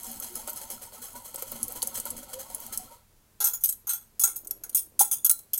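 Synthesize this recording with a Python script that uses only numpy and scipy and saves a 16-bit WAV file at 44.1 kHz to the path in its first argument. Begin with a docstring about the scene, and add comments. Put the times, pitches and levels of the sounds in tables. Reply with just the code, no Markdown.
"""A quiet kitchen, close to the stove: milk pours from a jug into a steel saucepan of warm liquid.
Tiny bubbles fizz, bigger ones gurgle in the hollow of the pan, blobs slap the surface, drops tick
and trapped air gulps. After three seconds the stream stops and a wire whisk swirls the liquid,
its loops clattering against the wall and each other. It bumps the bottom once, and twice it
rebounds clear and sings on."""
import sys
import numpy as np
from scipy import signal
from scipy.fft import rfft, irfft
from scipy.io import wavfile
from scipy.ndimage import uniform_filter1d

SR = 44100
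rng = np.random.default_rng(int(sys.argv[2]) if len(sys.argv) > 2 else 0)


def wav_record(signal):
    """Record a signal, one row per channel, as 16-bit PCM in the file named by sys.argv[1]."""
    frames = np.transpose(np.atleast_2d(signal))
    bounded = np.clip(frames, -1, 1)
    # unit amplitude maps onto the largest positive 16-bit level
    quanta = np.round(bounded * 32767).astype(np.int16)
    wavfile.write(sys.argv[1], SR, quanta)


N = 246519
TIME = np.arange(N) / SR
AGE = np.arange(SR // 3) / SR   # seconds into a one-shot

# EQ curves of the room tone, the fizz, wire scraping on steel, the pour's low end and the lapping:
# (frequency [Hz], level [dB])
KITCHEN_EQ = [(12, -32.5), (20, 1.5), (43, -10.5), (101, -6), (163, -15), (228, -13), (301, -36),
              (347, -35), (499, -33.5), (642, -30), (897, -22.5), (1150, -26.5), (3340, -31.5),
              (13500, -28.5), (16000, -31.5)]
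SPRAY_EQ = [(1060, -11), (1800, -10), (2050, -12.5), (2770, -16), (3260, -12), (3640, -19.5), (4140, -12),
            (5390, -13.5), (6360, -5), (6780, -4.5), (11900, -1), (15000, -1.5), (16000, -5)]
SCRAPE_EQ = [(880, -43), (1500, -18), (1960, -43), (3410, -34.5), (4870, -17.5), (6630, -13), (7460, -12),
             (9000, 0), (10400, 0.5), (11500, 0), (14200, -5), (16000, -14)]
RUMBLE_EQ = [(15, -2), (35, -1), (70, -8), (130, -8), (175, -17.5), (240, 2), (330, -16), (500, -27),
             (2000, -63)]
LAP_EQ = [(100, -23), (250, -4), (400, -3.5), (600, -7.5), (1200, -25.5), (3000, -43)]
# Resonances of the pan and the whisk: (frequency [Hz], bandwidth [Hz], level [dB])
WALL_MODES = [(2130, 110, -9), (3020, 49, 4), (3280, 120, 3.5), (4165, 130, 3), (5210, 270, -5),
              (6400, 140, -1.5), (8070, 810, -9), (10140, 410, -7.5), (11340, 440, -10)]   # the wall reinforces parts of the fizz
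AIR_MODES = [(230, 18, -9), (383, 80, -4.5), (551, 66, -3), (613, 136, -7), (756, 35, -2), (939, 55, 1.5),
             (1103, 15.5, -1), (1307, 58, -2), (1475, 43, -4), (2065, 215, -9.5), (3140, 380, -9.5),
             (4360, 620, -8.5)]   # the air space above the liquid
BODY_MODES = [(423, 70, -10.5), (822, 38, -1), (982, 50, -4), (1082, 85, -23), (1356, 60, 5),
              (1443, 46, -3.5), (1642, 66, -10.5), (2133, 89, -10.5)]   # the steel body
LOWER_WIRE_MODES = [(2665, 110, -23), (3214, 98, -17.5), (3403, 12, -14), (4100, 630, -12.5),
                    (4910, 90, -24), (5404, 30, -9), (6150, 99, -4), (6350, 56, -4), (6610, 120, -2),
                    (6787, 120, 1.5), (7320, 60, -12.5)]
UPPER_WIRE_MODES = [(7835, 82, -5), (8250, 23, -2.5), (9370, 62, 1), (9890, 50, -6), (10090, 48, -1.5),
                    (11380, 100, -7), (11670, 70, 1), (12130, 47, 4), (12560, 56, -5), (13500, 140, -10),
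                    (13820, 58, -2), (14300, 73, -2), (15070, 150, 0), (15700, 120, -10.5)]
BOTTOM_MODES = [(393, 20, -16), (554, 42, -23.5), (790, 25, -4.5), (829, 28, 1), (989, 64, -8)]   # the bottom, damped by the liquid
# Faders of the steady stream, until the jug tips back: (time [s], spray level [dB], churn level [dB])
STREAM_FADERS = [(0.0, -41.5, -54), (0.13, -42.5, -55.5), (0.53, -44, -51.5), (0.89, -54, -60),
                 (1.39, -49, -55.5), (1.56, -45, -53.5), (1.96, -44.5, -50.5), (2.11, -50.5, -52.5),
                 (2.35, -53.5, -53.5), (2.58, -44.5, -54), (2.74, -48.5, -51.5), (2.81, -49, -56),
                 (2.94, -53.5, -57), (3.05, -84, -77.5)]
# Blobs break off and hit the surface: (time [s], spray level [dB], slap level [dB], decay [s])
BLOB_HITS = [(0.048, -42, -56, 0.066), (0.221, -35.5, -58, 0.027), (0.35, -37, -59, 0.033),
             (0.474, -40, -41.5, 0.018), (0.56, -41, -57, 0.063), (0.612, -38.5, -56, 0.016),
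             (0.7, -36.5, -50, 0.035), (0.815, -41.5, -50.5, 0.043), (0.922, -46, -52, 0.089),
             (1.015, -39, -59.5, 0.059), (1.152, -44, -49.5, 0.027), (1.244, -41.5, -73, 0.045),
             (1.343, -57, -44.5, 0.0091), (1.376, -41, -48.5, 0.048), (1.422, -41, -43.5, 0.0069),
             (1.465, -44.5, -59, 0.065), (1.519, -42, -46, 0.014), (1.554, -44, -49, 0.015),
             (1.7, -44.5, -62, 0.064), (1.755, -38.5, -51.5, 0.02), (1.827, -36, -41, 0.0068),
             (1.946, -31, -56, 0.024), (1.97, -31.5, -48.5, 0.014), (2.054, -38.5, -44, 0.034),
             (2.163, -38, -69, 0.026), (2.228, -42, -53.5, 0.0065), (2.285, -46.5, -73, 0.08),
             (2.331, -32.5, -51, 0.0072), (2.388, -38, -58, 0.03), (2.5, -48, -51, 0.0065),
             (2.61, -45.5, -60, 0.03), (2.723, -32.5, -53, 0.019), (2.91, -58, -58, 0.01)]
# The sharpest ticks of drops and bursting bubbles: (time [s], level [dB], pitch [Hz])
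DROP_TICKS = [(0.045, -34, 7860), (0.115, -33, 12000), (0.171, -45, 12000), (0.476, -29.5, 10600),
              (0.702, -29.5, 11800), (1.344, -31.5, 12500), (1.359, -27.5, 8500), (1.423, -25.5, 11800),
              (1.518, -28.5, 13900), (1.63, -18, 10900), (1.722, -29.5, 13300), (1.82, -24.5, 4700),
              (1.827, -18, 10450), (1.873, -22, 11600), (2.0, -25, 9100), (2.054, -27, 11800),
              (2.104, -26, 11100), (2.547, -23, 10800), (2.602, -33.5, 14900), (2.775, -20.5, 10900)]
# Air pockets pulled under by the stream: (time [s], pitch [Hz], level [dB])
AIR_POCKETS = [(0.07, 237, -48), (0.297, 362, -50.5), (0.61, 886, -51), (0.745, 250, -60.5),
               (0.965, 243, -57), (1.132, 967, -47), (1.665, 515.5, -51.5), (1.745, 990, -50),
               (1.84, 545, -48.5), (2.11, 514, -51), (2.173, 252, -50.5), (2.337, 523.7, -40.5),
               (2.783, 741, -49.5), (2.891, 941, -50.5)]
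# Fader of the liquid swirling round the whisk: (time [s], level [dB])
SWIRL_FADER = [(3.1, -74), (4.04, -73.5), (4.27, -71.5), (4.44, -61.5), (4.76, -67), (5.59, -70)]
# Whisk on pan: (time [s], wire level [dB], pan level [dB], chatter decay [s], loop pitch [Hz])
WHISK_HITS = [(3.403, -24, -37.5, 0.044, 11500), (3.441, -16.5, -39.5, 0.026, 11970),
              (3.469, -20, -44, 0.018, 11470), (3.534, -23, -50.5, 0.017, 6890),
              (3.608, -41, -67, 0.04, 12000), (3.637, -14, -53.5, 0.015, 11924),
              (3.657, -13.5, -63, 0.0037, 12500), (3.681, -24, -68, 0.004, 8240),
              (3.689, -17.5, -57.5, 0.011, 11600), (3.724, -25.5, -63, 0.0083, 11700),
              (3.87, -29, -46.5, 0.039, 14449), (3.892, -23.5, -44, 0.033, 8380),
              (3.933, -23.5, -46, 0.013, 12600), (4.195, -18, -53, 0.016, 9920),
              (4.211, -23, -49.5, 0.021, 9860), (4.236, -10, -32, 0.013, 6730),
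              (4.272, -27.5, -46, 0.027, 9300), (4.359, -28.5, -59, 0.018, 12263),
              (4.447, -39, -60, 0.0058, 15000), (4.471, -27, -64.5, 0.005, 9360),
              (4.509, -17.5, -50.5, 0.0049, 11300), (4.636, -29.5, -47, 0.012, 6580),
              (4.694, -30, -64, 0.0057, 9200), (4.728, -44, -63, 0.0088, 9350),
              (4.747, -14, -53.5, 0.021, 9310), (4.769, -22, -60.5, 0.021, 9300),
              (4.992, -13, -42.5, 0.026, 9870), (5.01, -11, -35, 0.011, 9310),
              (5.113, -18, -48, 0.022, 9200), (5.134, -12, -71, 0.0017, 9400),
              (5.246, -11.5, -44, 0.012, 11430), (5.262, -12.5, -43, 0.0066, 12936),
              (5.295, -10.5, -52, 0.0097, 9270), (5.311, -9.5, -47.5, 0.0061, 11240),
              (5.39, -35, -63, 0.006, 11600), (5.533, -19.5, -55, 0.016, 13400),
              (5.575, -23.5, -66, 0.019, 8400)]
# Modes that sing on as the whisk rebounds clear: (time [s], pitch [Hz], level [dB], T60 [s])
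REBOUND_RINGS = [(5.113, 3480, -46, 0.25), (5.113, 6840, -36.5, 0.28), (5.297, 4060, -38.5, 0.25),
                 (5.297, 7750, -38.5, 0.22), (5.297, 1375, -43, 0.12)]


def from_db(db):
    return 10 ** (np.asarray(db) / 20)


def rms_one(x):
    return x / np.sqrt(np.mean(x ** 2) + 1e-20)


def peak_one(x, size=132):
    """Normalise the loudest `size` samples to rms 1."""
    return x / np.sqrt(uniform_filter1d(x ** 2, size).max() + 1e-20)


def even(x, size):
    """Ride out level changes slower than `size` samples, keeping the fine grain."""
    return x / np.sqrt(np.abs(uniform_filter1d(x ** 2, size)) + 1e-12)


def add(track, s, sound):
    """Mix a one-shot into the track at `s` seconds."""
    start = max(int(s * SR), 0)
    track[start:start + len(sound)] += sound[:max(N - start, 0)]


def fader(rows, column):
    """Gain along a dB curve, fading fast outside its span."""
    rows = np.array(rows)
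    outside = np.abs(TIME - np.clip(TIME, rows[0, 0], rows[-1, 0]))
    return from_db(np.interp(TIME, rows[:, 0], rows[:, column]) - 320 * outside)


def eq(x, curve):
    """Minimum-phase EQ: no pre-ring ahead of a transient."""
    hz, db = np.transpose(curve)
    size = 4096
    grid = np.maximum(np.fft.rfftfreq(size, 1 / SR), 1)
    gain = from_db(np.interp(np.log(grid), np.log(hz), db))
    cepstrum = irfft(np.log(gain))
    cepstrum[1:size // 2] *= 2
    cepstrum[size // 2:] = 0
    return signal.fftconvolve(x, irfft(np.exp(rfft(cepstrum))))[:len(x)]


def high_pass(x, hz):
    return signal.sosfilt(signal.butter(4, hz, "high", fs=SR, output="sos"), x)


def resonate(x, hz, width):
    """One resonant band, unity gain at its peak."""
    r, w = np.exp(-np.pi * width / SR), 2 * np.pi * min(hz, SR / 2) / SR
    return signal.lfilter([(1 - r * r) / 2, 0, (r * r - 1) / 2], [1, -2 * r * np.cos(w), r * r], x)


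def flicker(count, size):
    """Smooth random modulation, rms 1, moving over about `size` samples."""
    return rms_one(uniform_filter1d(uniform_filter1d(rng.standard_normal(count), size), size))


def grains(count, per_s, spread_db):
    """Random clicks of uneven size and polarity."""
    sizes = from_db(spread_db * np.minimum(rng.exponential(1, count), 4))
    return sizes * rng.choice([-1, 1], count) * (rng.random(count) < per_s / SR)


def room_tone():
    """The quiet kitchen: a bed of low, soft noise."""
    return from_db(-61.5) * rms_one(eq(rng.standard_normal(N), KITCHEN_EQ))


def pinch_db(depth_db=-4, lead_s=0.022, width_s=0.024):
    """The stream necks down before each blob breaks off, ducking its level."""
    distances = [(TIME - s + lead_s) / width_s for s, *_ in BLOB_HITS]
    return depth_db * np.exp(-np.minimum(np.square(distances), 20)).max(axis=0)


def bubble(hz, cycles, rise):
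    """A bubble rings down over `cycles`; `rise` bends it up as it nears the surface."""
    life = np.arange(int(5 * cycles * SR / hz) + 2) * hz / (cycles * SR)
    envelope = (1 - np.exp(-8 * life)) * np.exp(-life)
    return envelope * np.sin(2 * np.pi * cycles * (life + rise * life ** 2 / 2))


def bubbles(low_hz, high_hz, cycles, rise, spread_db, count):
    """A cloud of bubbles of random size, born at random moments."""
    out = np.zeros(N)
    for when, height, strength in rng.random((count, 3)):
        hz = low_hz * (high_hz / low_hz) ** height
        add(out, when * N / SR, from_db(spread_db * strength) * bubble(hz, cycles, rise))
    return rms_one(out)


def off_wall(x):
    """Fine splashing arrives direct and through the resonances of the pan wall."""
    reinforced = 2 * sum(from_db(db) * resonate(x, hz, width) for hz, width, db in WALL_MODES)
    return rms_one(eq(x + reinforced, SPRAY_EQ))


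def hollow(x):
    """The pan's air space: a resonator bank of alternating polarity."""
    return sum((-1) ** k * from_db(db) * resonate(x, hz, width)
               for k, (hz, width, db) in enumerate(AIR_MODES))


def pour(spray_trim_db=-0.5, churn_trim_db=0.5, swell_s=0.0055):
    """Tiny bubbles fizz on top, bigger ones gurgle in the hollow; both swell with each blob."""
    duck_db = pinch_db()
    spray = from_db(spray_trim_db + duck_db) * fader(STREAM_FADERS, 1)
    churn = from_db(churn_trim_db + 0.45 * duck_db) * fader(STREAM_FADERS, 2)
    spray_power, churn_power = spray ** 2, churn ** 2
    for s, spray_db, slap_db, decay in BLOB_HITS:
        swell = peak_one((1 - np.exp(-AGE / swell_s)) * np.exp(-AGE / decay))
        add(spray_power, s, (from_db(spray_db) * swell) ** 2)
        add(churn_power, s, (from_db(slap_db) * swell) ** 2)
    froth = rms_one(grains(N, per_s=12000, spread_db=5.5))
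    sparkle = bubbles(low_hz=4470, high_hz=15260, cycles=72, rise=0, spread_db=16.5, count=2400)
    fizz = off_wall(froth + 0.4 * sparkle)
    gurgle = bubbles(low_hz=447.6, high_hz=1606, cycles=13.2, rise=0.019, spread_db=18, count=1200)
    slosh = rms_one(hollow(grains(N, per_s=1500, spread_db=0.5)))
    mids = rms_one(slosh + from_db(2) * rms_one(hollow(gurgle)))
    rumble = rms_one(eq(rng.standard_normal(N), RUMBLE_EQ))
    rumble *= from_db(-7.5 + 5.1 * flicker(N, size=2000))
    return np.sqrt(spray_power) * fizz + np.sqrt(churn_power) * mids + churn * rumble


def droplets(per_s=11, end_s=2.9):
    """Random filler ticks follow the stream that throws them: (time [s], level [dB], pitch [Hz])."""
    gap, strength, height = rng.random((100, 3)).T
    s = np.cumsum(2 * gap / per_s)
    stream_s, spray_db, _ = np.transpose(STREAM_FADERS)
    db = np.interp(s, stream_s, spray_db) + 11 + 6 * (2 * strength - 1)
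    hz = 11800 + 2200 * (2 * height - 1)
    return list(np.transpose([s, db, hz])[s < end_s])


def drops():
    """Each tick is a small bubble ringing briefly, scattered by the pan wall."""
    out = np.zeros(N)
    snaps = rng.standard_normal((80, len(AGE)))
    for (s, db, hz), snap in zip(DROP_TICKS + droplets(), snaps):
        tone = off_wall(snap) + from_db(-1) * rms_one(resonate(snap, hz, width=460))
        envelope = np.exp(-AGE / 0.0013) + from_db(1) * np.exp(-AGE / 0.0061)
        tick = high_pass(even(tone, size=130) * envelope, hz / 2)
        add(out, s, from_db(db) * peak_one(tick))
    return out


def plops(centre_hz=537, scatter=0.04):
    """A blob slaps the surface, thumping the hollow and leaving a short-lived bubble."""
    out = np.zeros(N)
    thump = peak_one(hollow(np.exp(-AGE / 0.00014)), size=265)
    for s, _, slap_db, _ in BLOB_HITS:
        hz = centre_hz * np.exp(scatter * rng.standard_normal())
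        plop = peak_one(bubble(hz, cycles=8.8, rise=0.033), size=265)
        add(out, s, from_db(slap_db - 1.5) * thump)
        add(out, s, from_db(slap_db - 2) * plop)
    return out


def gulps(life_s=0.077, rise=0.063):
    """A trapped air pocket swells and fades, its pitch wavering and bending up a little."""
    out = np.zeros(N)
    life = np.minimum(AGE / life_s, 4)
    for s, hz, db in AIR_POCKETS:
        waver = rms_one(uniform_filter1d(rng.standard_normal(len(AGE)), size=400))
        pitch = hz * (1 + rise * (life - 0.5) + 0.011 * waver)
        tone = np.sin(2 * np.pi * np.cumsum(pitch) / SR)
        envelope = life * np.exp(-3.2 * life ** 2) * from_db(2.8 * waver)
        add(out, s, from_db(db) * peak_one(envelope * tone, size=530))
    return out


def swirl(trim_db=0.5):
    """Stirred liquid laps softly in the low resonances of the pan."""
    laps = eq(grains(N, per_s=500, spread_db=3), LAP_EQ)
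    return from_db(trim_db) * fader(SWIRL_FADER, 1) * rms_one(laps)


def struck(modes, detune, uneven_db, damping):
    """One touch on steel: modes die fast against pan and liquid, leaving a faint tail."""
    hz, width, db = np.transpose(modes)[:, :, None]
    shift, strength, phase = rng.standard_normal((3, len(modes), 1))
    gain = from_db(db + uneven_db * strength) * np.sqrt(width)
    tail = from_db(-22 - 60 * AGE / 0.24)
    decay = np.exp(-np.minimum(np.pi * damping * width * AGE, 20)) + tail
    partials = np.sin(2 * np.pi * hz * (1 + detune * shift) * AGE + np.pi * phase)
    return gain[:, 0] @ (decay * partials)


def whisk(loop_db=-3, tail_t60_s=0.39):
    """At each hit the loops chatter against the pan; one takes the blow and rings loudest."""
    out = np.zeros(N)
    wire_tail = from_db(-37 - 60 * AGE / tail_t60_s)
    pan_tail = from_db(-22.5 - 60 * AGE / tail_t60_s)
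    for s, wires_db, pan_db, decay, loop_hz in WHISK_HITS:
        taps = grains(len(AGE), per_s=1500, spread_db=3) * np.exp(-AGE / 0.18)
        taps[0] = 5   # the first blow
        pan = struck(BODY_MODES, detune=0.0066, uneven_db=2.5, damping=0.62)
        lower = struck(LOWER_WIRE_MODES, detune=0.0053, uneven_db=4, damping=0.96)
        upper = rms_one(struck(UPPER_WIRE_MODES, detune=0.006, uneven_db=6.5, damping=1))
        scrape = rng.standard_normal(len(AGE)) * np.exp(-AGE / 0.0032)   # dense modes that die at once
        upper += from_db(-3.5) * rms_one(eq(scrape, SCRAPE_EQ))
        loop = np.sin(2 * np.pi * loop_hz * AGE) * np.exp(-AGE / 0.01)
        # every tap retriggers each layer; flatten them before the envelopes go on
        pan, lower, upper, loop = (even(signal.fftconvolve(taps, layer)[:len(AGE)], size=400)
                                   for layer in (pan, lower, upper, loop))
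        upper = (upper + from_db(loop_db) * loop) / np.hypot(1, from_db(loop_db))
        lower *= from_db(-4.5 + 0.25 * (pan_db - wires_db))   # fuller when the whisk leans on the pan
        wires = from_db(wires_db) * (lower + upper) * np.hypot(np.exp(-AGE / decay), wire_tail)
        wires = high_pass(wires, 2150)   # the wires sound only above about 2 kHz
        # the heavy pan rings longer and takes a moment to get moving
        body = from_db(pan_db) * pan * np.hypot(np.exp(-AGE / (decay + 0.0049)), pan_tail)
        body *= 1 - np.exp(-AGE / 0.003)
        # sliding loops catch and skip
        skip = from_db(2 * flicker(len(AGE), size=200) * (1 - np.exp(-AGE / 0.018)))
        attack = 1 - np.exp(-AGE / 0.001)
        add(out, s, (wires + body) * skip * attack)
    return out


def knock(at_s=5.007, db=-21.5):
    """The whisk's head bumps the bottom of the pan: one short, dull note."""
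    out = np.zeros(N)
    note = struck(BOTTOM_MODES, detune=0.0024, uneven_db=2.5, damping=1.27)
    envelope = (1 - np.exp(-AGE / 0.0058)) * np.exp(-AGE / 0.033)
    add(out, at_s, from_db(db) * peak_one(note * envelope, size=265))
    return out


def rebound_rings():
    """Near-equal loops beat unevenly against each other as they ring out."""
    out = np.zeros(N)
    for s, hz, db, t60 in REBOUND_RINGS:
        beat_hz = rng.uniform(27.7, 90)
        pair = np.sin(2 * np.pi * hz * AGE) + 0.5 * np.sin(2 * np.pi * (hz + beat_hz) * AGE)
        shimmer_db = 5.6 * flicker(len(AGE), size=350)
        add(out, s, from_db(db - 60 * AGE / t60 + shimmer_db) * pair)
    return out


def reverb(x, t60_s=0.24, wet_db=-15, predelay_s=0.006):
    """A faint diffuse tail from the kitchen walls."""
    tail = rng.standard_normal(len(AGE)) * from_db(-60 * AGE / t60_s) * (AGE > predelay_s)
    return x + from_db(wet_db) * signal.fftconvolve(x, tail / np.linalg.norm(tail))[:N]


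def scene():
    """Mono mix: liquid and steel up close, over the room tone."""
    bed = room_tone()
    liquid = pour() + plops() + drops() + gulps() + swirl()
    steel = whisk() + knock() + rebound_rings()
    return (reverb(liquid + steel) + bed)[None]


def record(dry):
    """A steep high cut on the master."""
    cutoff_hz = 15850
    return signal.sosfilt(signal.ellip(10, 0.2, 80, cutoff_hz, fs=SR, output="sos"), dry)


dry = scene()
out = record(dry)
wav_record(out)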